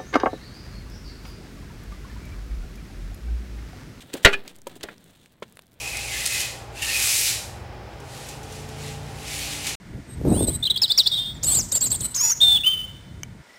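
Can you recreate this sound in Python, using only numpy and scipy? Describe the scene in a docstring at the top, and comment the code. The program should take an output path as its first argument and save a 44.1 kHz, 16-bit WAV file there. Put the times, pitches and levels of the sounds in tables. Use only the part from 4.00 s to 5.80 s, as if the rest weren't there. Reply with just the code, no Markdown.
"""Tongs shift burning logs in an iron fire bowl, outdoors and close to the microphone.
Charcoal crunches as bursts of clicks, wood is dragged as uneven rubbing noise, and damped log modes knock.
A log then drops against the bowl: modes and ringing noise bands make a clang that overloads the recorder.
The tongs chatter on the iron as repeated struck modes, and more knocks, crunches and fainter blows follow.
Late on come two dry pops of noise; filtered snaps, ticking, a dull rustle and a low background run throughout."""
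import sys
import numpy as np
from scipy import signal
from scipy.fft import rfft, irfft
from scipy.io import wavfile
from scipy.ndimage import uniform_filter1d

SR = 44100
rng = np.random.default_rng(int(sys.argv[2]) if len(sys.argv) > 2 else 0)


def to_wav(sig):
    """Store sig (one row per channel, or 1-D mono) as 16-bit WAV at the path in sys.argv[1].

    Samples outside -1..1 are clipped; the rate is SR.
    """
    pcm = np.clip(np.atleast_2d(sig), -1, 1) * 32767
    pcm = np.round(pcm).astype(np.int16)
    wavfile.write(sys.argv[1], SR, pcm.T)  # frames by channels


N = 79380
T = np.arange(N) / SR  # time/s


def undb(db):
    """Amplitude ratio: a level of 20 dB is a factor of ten."""
    return 10 ** (np.asarray(db) / 20)


def unit(x):
    """Normalisation: scale to an rms of 1."""
    return x / np.sqrt(np.mean(x ** 2) + 1e-18)


def at_hz(hz, table, axis=1):
    """Interpolation: read a table column on a logarithmic frequency axis."""
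    table = np.array(table, float)
    return np.interp(np.log(hz), np.log(table[:, 0]), table[:, axis])


def colour(x, points, tilt_db=0):
    """Linear filtering: shape the spectrum, tilt it in dB per octave above 500 Hz, and set the rms to 1."""
    hz = np.fft.rfftfreq(N, 1 / SR) + 1
    tilt = tilt_db * np.log2(np.maximum(hz, 500))
    gain = undb(at_hz(hz, points) + tilt)
    return unit(irfft(rfft(x) * gain, N))


def noise():
    """Random excitation: white Gaussian noise."""
    return rng.standard_normal(N)


def delay(x, s):
    """Time shift: start x at s seconds."""
    return np.concatenate([np.zeros(max(int(s * SR), 0)), x, np.zeros(N)])[:N]


def grains(rate, spread_db):
    """Random impulse train: clicks of either sign at a mean rate per second, mostly small, a few large."""
    present = rng.random(N) < rate / SR
    sign = rng.choice([-1, 1], N)
    return present * sign * undb(spread_db * np.minimum(rng.exponential(size=N), 4))


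def fade(t60):
    """Exponential decay: fall by 60 dB in t60 seconds, computed over one second."""
    return np.exp(-np.log(1000) * T[:SR] / max(t60, 1e-3))


def ring(hz, t60):
    """Free vibration: one struck mode is a decaying sinusoid."""
    return np.sin(2 * np.pi * hz * T[:SR]) * fade(t60)


# Blows on the bowl: t/s, chatter length/s, relative level/dB, mode level below 1 kHz/dB, above 2.2 kHz/dB
BLOWS = [(0.2483, .010, 2, -0.5, -1), (.3310, 0.0078, -30.5, 3, 8), (0.8361, 0.0033, -35.5, 10, -2),
         (0.8853, 0.0041, -37.5, 4, -23)]
# Clear modes of the iron bowl: f/Hz, relative level/dB, t60/s
BOWL_MODES = [(398, -16.5, .26), (599, -20, .14), (690, -17, .08), (853, -23, .15), (1406, -14, .14),
              (1548, -15, .12), (1648, -21, .18), (1859, -10, .1), (1949, -12, .12), (2064, -16, .11),
              (2470, -20, .18), (2611, -16, .12), (2826, -16, .13), (2978, -18, .11), (3192, -14, .07),
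              (3800, -14, .085), (3905, -16, .07), (4473, -26, .12), (5382, -30, .1)]
# Crowd of close modes of bowl and log: f/Hz, spectral level/dB per Hz, t60/s
MODE_CROWD = [(60.9, -2, 0.11), (151, -8.5, .07), (210, -1.5, 0.11), (255, -8, .14), (450, -3.5, 0.2),
              (720, -0.5, .09), (944.4, -11, 0.12), (1240, -4.5, 0.12), (1930, -2.5, 0.12),
              (2880, -1.5, 0.1), (3650, 0, .075), (4940, -15.5, 0.1), (8100, -13.5, 0.049),
              (10800, -28.5, .08), (16000, -28.5, 0.06)]
CROWD_DB, CHATTER_DB, AFTER_DB = -4.5, -3, -33.5  # relative: whole crowd, fed decay, faint after-ring
AFTER_T60_S = 0.28
CHATTER_TOP_HZ = 4440  # feeding shortens towards this frequency; no after-ring from here up
ATTACK_S = .001


def bowl():
    """Modal superposition: each blow rings clear modes and a dense crowd, fed while the contact chatters."""
    out, hz = np.zeros(N), np.fft.rfftfreq(SR, 1 / SR)
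    centres = 50 * 2 ** (np.arange(26) / 3)  # third-octave bands
    power = undb(at_hz(centres, MODE_CROWD)) ** 2 * centres
    for s, length, db, low_db, high_db in BLOWS:
        def touch(f):
            """Contact spectrum: each blow weights low and high modes differently."""
            return undb(low_db * (f < 1000) + high_db * (f > 2200))

        spectrum = rfft(rng.standard_normal(SR))
        sound = np.zeros(SR)
        for f, share in zip(centres, power / power.sum()):
            in_band = np.abs(np.log2((hz + 1) / f)) < 1 / 6
            band = unit(irfft(spectrum * in_band, SR))
            t60 = at_hz(f, MODE_CROWD, axis=2)
            fed = length / (1 + (f / CHATTER_TOP_HZ) ** 2)  # high bands are fed for less time
            early = .5 * fade(t60 / 2)
            held = np.exp(-np.log(1000) * np.maximum(T[:SR] - fed, 0) / t60)
            after = undb(AFTER_DB) * fade(AFTER_T60_S) * (f < CHATTER_TOP_HZ)
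            envelope = early + undb(CHATTER_DB) * held + after
            sound += undb(CROWD_DB) * np.sqrt(share) * touch(f) * band * envelope
        for f, mode_db, t60 in BOWL_MODES:
            lag = int(rng.random() * length * SR / 2)  # modes start within the first half of the chatter
            sound += undb(mode_db) * touch(f) * np.pad(ring(f, t60), (lag, 0))[:SR]
        attack = np.minimum(T[:SR] / ATTACK_S, 1)
        out += undb(db) * delay(sound * attack, s - ATTACK_S / 2)
    return out


def thump():
    """Recorder overload: a low thump and slow baseline swing at the heaviest blow, high-passed twice."""
    swing = undb(-10) * (np.exp(-T / .024) - np.exp(-T / .001))  # fall and rise time constants/s
    thud = undb(-14) * np.sin(np.pi * np.minimum(T / .009, 1))  # half-sine lasting 9 ms
    b, a = signal.butter(1, 1.5, "high", fs=SR)  # cutoff/Hz
    slump = delay(swing + thud, BLOWS[0][0])
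    return -signal.lfilter(b, a, signal.lfilter(b, a, slump))


# Tongs chattering on the iron: t/s, length/s, relative level/dB, brightness/dB per octave, share of free t60
CLINKS = [(.3290, .014, -26.5, -2, 0.94), (0.8868, 0.00388, -39.5, -10.5, 0.36)]
# Modes of the tongs: f/Hz, relative level/dB, free t60/s
TONG_MODES = [(1290, -9, .06), (1660, -2, .1), (1740, -3, .1), (1976, -6, .1), (2446, 1, .08),
              (2562, -9, .1), (3005, -1, .05), (3445, -10, .07), (3800, -7, .05)]
# Spectrum of the rasp, before the tilt: f/Hz, spectral level/dB per Hz
RASP = [(300, -19.5), (900, -15), (1600, 6), (2500, -4), (3600, -14), (5000, -17.5), (9000, -17),
        (16000, -37)]
CLINK_TOUCHES = 4
RASP_DB, RASP_FALL_S = -2, 0.0054  # level re clink, decay time constant


def tongs():
    """Repeated impact: a quick run of touches rasps and rings the steel arms, damped by contact."""
    out = np.zeros(N)
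    for s, length, db, tilt_db, free in CLINKS:
        for f, mode_db, t60 in TONG_MODES:
            tilt = tilt_db * np.log2(f / TONG_MODES[1][0])
            tone = undb(db + mode_db + tilt) * ring(f, t60 * free)
            for k in range(CLINK_TOUCHES):
                touch_s = s + length * (k + .5 * rng.random()) / CLINK_TOUCHES
                out += delay(tone, touch_s)
        envelope = np.exp(-np.maximum(T - length, 0) / RASP_FALL_S)
        rasp = envelope * colour(noise(), RASP, tilt_db / 2)
        out += undb(db + RASP_DB) * delay(rasp, s)
    return out


# Knocks on wood: t/s, relative level/dB, pitch factor, brightness/dB per octave
KNOCKS = [(0.1409, -27.5, 0.9, -19), (.1520, -27, 0.97, -11.5), (0.669, -26.5, 0.967, 0.5),
          (.6745, -43, 0.995, -8), (0.762, -38, 0.697, -9), (.8370, -31, 0.564, -4.5),
          (1.4230, -25.5, 1.03, -3), (1.4275, -36, 1.05, 3)]
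# Modes of a log: f/Hz before the pitch factor, relative level/dB, t60/s
LOG_MODES = [(355, -8, .05), (565, 1, .036), (660, -7, .025), (985, -3, .032), (1320, -13, .028),
             (1760, -21, .025), (2450, -12, .025), (3250, -18, .03)]
# Spectrum of the crack, before the tilt: f/Hz, spectral level/dB per Hz
WOOD = [(100, -17), (250, 4), (400, 3), (700, 6), (1200, -5.5), (2400, -5), (4200, -19), (5500, -26),
        (16000, -35)]
CRACK_DB, CRACK_FALL_S = -10, 0.0069  # level re knock, decay time constant


def logs():
    """Damped modes: short hollow knocks with a dry crack; a harder contact is brighter."""
    out = np.zeros(N)
    for s, db, pitch, tilt_db in KNOCKS:
        for k, (f, mode_db, t60) in enumerate(LOG_MODES):
            tilt = tilt_db * np.log2(f / LOG_MODES[1][0])
            tone = undb(db + mode_db + tilt) * ring(f * pitch, t60)
            out += delay((-1) ** k * tone, s)  # alternate modes start in opposite phase
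        crack = np.exp(-T / CRACK_FALL_S) * colour(noise(), WOOD, tilt_db)
        out += undb(db + CRACK_DB) * delay(crack, s)
    return out


# Charcoal crunching: t/s, length/s, decay time constant/s, level/dB, brightness/dB per octave
CRUNCHES = [(.004, 0.018, 0.0067, -46, -0.5), (0.131, 0.0038, 0.0031, -35, 0),
            (0.1367, 0.0019, 0.0044, -27.5, 2.5), (0.166, 0.0055, 0.014, -44.5, 4),
            (0.227, .012, 0.0089, -42.5, 1.5), (0.267, 0.0079, 0.032, -36.5, -2),
            (0.322, 0.021, 0.0057, -36.5, -6.5), (0.4761, 0.0038, 0.0055, -37, 1),
            (0.488, 0.015, .006, -50.5, 0), (0.6697, 0.0023, .004, -35, 3), (0.754, 0.015, 0.0061, -49, 4),
            (0.8078, 0.0015, 0.0041, -40.5, -5), (0.83, 0.0062, 0.0046, -31.5, 0),
            (1.4253, 0.0028, 0.0067, -36, -5.5)]
# Spectrum of the crunch, before the tilt: f/Hz, spectral level/dB per Hz
CHAR = [(100, -20), (300, -10.5), (900, -11.5), (2000, -4), (3500, 2), (5200, -6.5), (8000, -4.5),
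        (11000, -13), (16000, -15.5)]


def charcoal():
    """Brittle fracture: bursts of tiny breaks where the charred skin gives way."""
    out = np.zeros(N)
    for s, length, fall, db, tilt_db in CRUNCHES:
        rise = np.minimum(T / 0.0017, 1)
        envelope = np.exp(-np.maximum(T - length, 0) / fall) * rise
        fractures = colour(grains(rate=5000, spread_db=3.5), CHAR, tilt_db)
        out += undb(db) * delay(envelope * fractures, s)
    return out


# Log dragged through the embers: t/s, relative level of rubbing/dB, relative level of gritty treble/dB
DRAG = [(0, -64, -61.5), (.03, -52, -54), (0.109, -55, -58.5), (.15, -36.5, -49.5), (0.209, -46.5, -51),
        (.40, -45, -91), (.50, -53.5, -56.5), (0.641, -66, -70.5), (.70, -50, -56.5), (.79, -58.5, -62.5),
        (0.849, -45.5, -58), (0.88, -47, -55), (.905, -48, -56.5), (.97, -60.5, -64), (1.09, -58, -58),
        (1.24, -64, -59), (1.39, -66.5, -75), (1.468, -60, -62), (1.66, -68, -69.5), (1.8, -62, -74.5)]
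# Spectrum of the rubbing: f/Hz, spectral level/dB per Hz
RUB = [(50, -23.5), (130, -13), (250, 2), (420, -0.5), (700, -6), (1100, -12.5), (1700, -9.5),
       (2500, -14.5), (4000, -15), (6000, -31.5)]
# Spectrum of the gritty treble: f/Hz, spectral level/dB per Hz
GRIT = [(1000, -17), (2200, -3.5), (3500, 7), (5200, -6), (8500, -1), (11000, -11), (16000, -10)]
RUB_DB, GRIT_DB = -0.5, -3.5  # offsets added to the two levels of the drag
SLIP_DB = 2.2  # rms level fluctuation


def drag():
    """Sliding friction: wood rubs over the iron and grinds the ash in dense, uneven slips."""
    s, rub_db, grit_db = np.array(DRAG).T
    unevenness = unit(uniform_filter1d(noise(), size=400))
    slips = undb(SLIP_DB * unevenness)
    rub = undb(RUB_DB + np.interp(T, s, rub_db)) * colour(grains(rate=2500, spread_db=1), RUB)
    grit = undb(GRIT_DB + np.interp(T, s, grit_db)) * colour(grains(rate=3500, spread_db=4), GRIT)
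    return slips * (rub + grit)


# Embers snapping: t/s, relative level/dB, centre f/Hz
SNAPS = [(.0785, -56, 12000), (0.4612, -41.5, 3480), (0.4786, -29.5, 3840), (.5570, -43.5, 7150),
         (.563, -42, 11000), (.5865, -46, 6000), (0.6179, -40.5, 6500), (0.671, -46, 8000),
         (0.685, -44, 8800), (0.696, -46, 11100), (0.9423, -45.5, 3020), (0.9809, -42, 4600),
         (1.042, -44, 9000), (1.2595, -36.5, 3030), (1.4807, -48.5, 4000), (1.5245, -45.5, 10000),
         (1.6213, -45, 9020), (1.668, -51, 8900), (1.7187, -47.5, 7000), (1.732, -51, 9000)]
# Dry pops of the burning wood: t/s, level/dB
POPS = [(1.5707, -38), (1.5921, -38)]
# Spectrum of a pop: f/Hz, spectral level/dB per Hz
POP = [(200, -16), (600, 9.5), (1500, 2), (3500, 4.5), (6000, -14), (10000, 1), (16000, -20)]
# Spectrum of the fine ticking: f/Hz, spectral level/dB per Hz
TICK = [(1000, -24), (3000, -6), (8000, -1), (16000, 0.5)]
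SNAP_FALL_S, SNAP_TAIL_S, SNAP_TAIL_DB = 0.00034, 0.0026, -19  # time constants, level of the tail
POP_FALL_S = 0.0019  # decay time constant
TICKS_DB = -71


def embers():
    """Impulsive noise: sharp band-passed snaps and a few fuller pops over a fine random ticking."""
    out = undb(TICKS_DB) * colour(grains(rate=110, spread_db=3.5), TICK)
    envelope = np.exp(-T / SNAP_FALL_S) + undb(SNAP_TAIL_DB) * np.exp(-T / SNAP_TAIL_S)
    for s, db, hz in SNAPS:
        b, a = signal.iirpeak(hz, 1 / 1.2, fs=SR)  # bandwidth is 1.2 times the centre frequency
        snap = signal.lfilter(b, a, 2 * envelope * noise())
        out += undb(db) * delay(snap, s)
    for s, db in POPS:
        pop = np.exp(-T / POP_FALL_S) * colour(noise(), POP)
        out += undb(db) * delay(pop, s)
    return out


# Dull rustle under the handling: t/s, level/dB
RUSTLE = [(0, -59.5), (.05, -47.5), (.1, -60.5), (.4, -63), (.52, -57.5), (.6, -71), (.72, -53.5),
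          (.87, -62.5), (1.07, -57), (1.15, -70.5), (1.24, -61.5), (1.38, -82), (1.47, -55.5),
          (1.62, -76.5), (1.8, -65.5)]
# Spectrum of the rustle: f/Hz, spectral level/dB per Hz
DULL = [(50, -15), (100, -3), (180, 4), (260, -4), (400, -17.5), (800, -37)]


def rustle():
    """Amplitude modulation: the level of low-frequency noise rises and falls under the handling."""
    s, db = np.array(RUSTLE).T
    return undb(np.interp(T, s, db)) * colour(noise(), DULL)


# Spectrum of the outdoor air: f/Hz, spectral level/dB per Hz
AIR = [(20, -2.5), (60, -2), (130, 2.5), (260, -6), (450, -18), (900, -19), (2000, -27), (6000, -36.5),
       (16000, -39)]
AIR_DB = -61


def air():
    """Stationary noise: a faint low background of still outdoor air."""
    return undb(AIR_DB) * colour(noise(), AIR)


def scene():
    """Linear superposition: all sources and the overload thump add up in one channel."""
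    handling = bowl() + thump() + tongs() + logs() + charcoal() + drag()
    return (handling + embers() + rustle() + air())[None]


CLIP_LEVEL, TOP_HZ = .92, 15800  # amplitude re full scale, low-pass edge/Hz


def record(dry):
    """Nonlinear limiting: the recorder clips the clang, then a steep low-pass cuts the top."""
    clipped = np.clip(dry, -CLIP_LEVEL, CLIP_LEVEL)
    low_pass = signal.ellip(8, .2, 60, TOP_HZ, fs=SR, output="sos")
    return signal.sosfilt(low_pass, clipped)


dry = scene()
out = record(dry)
to_wav(out)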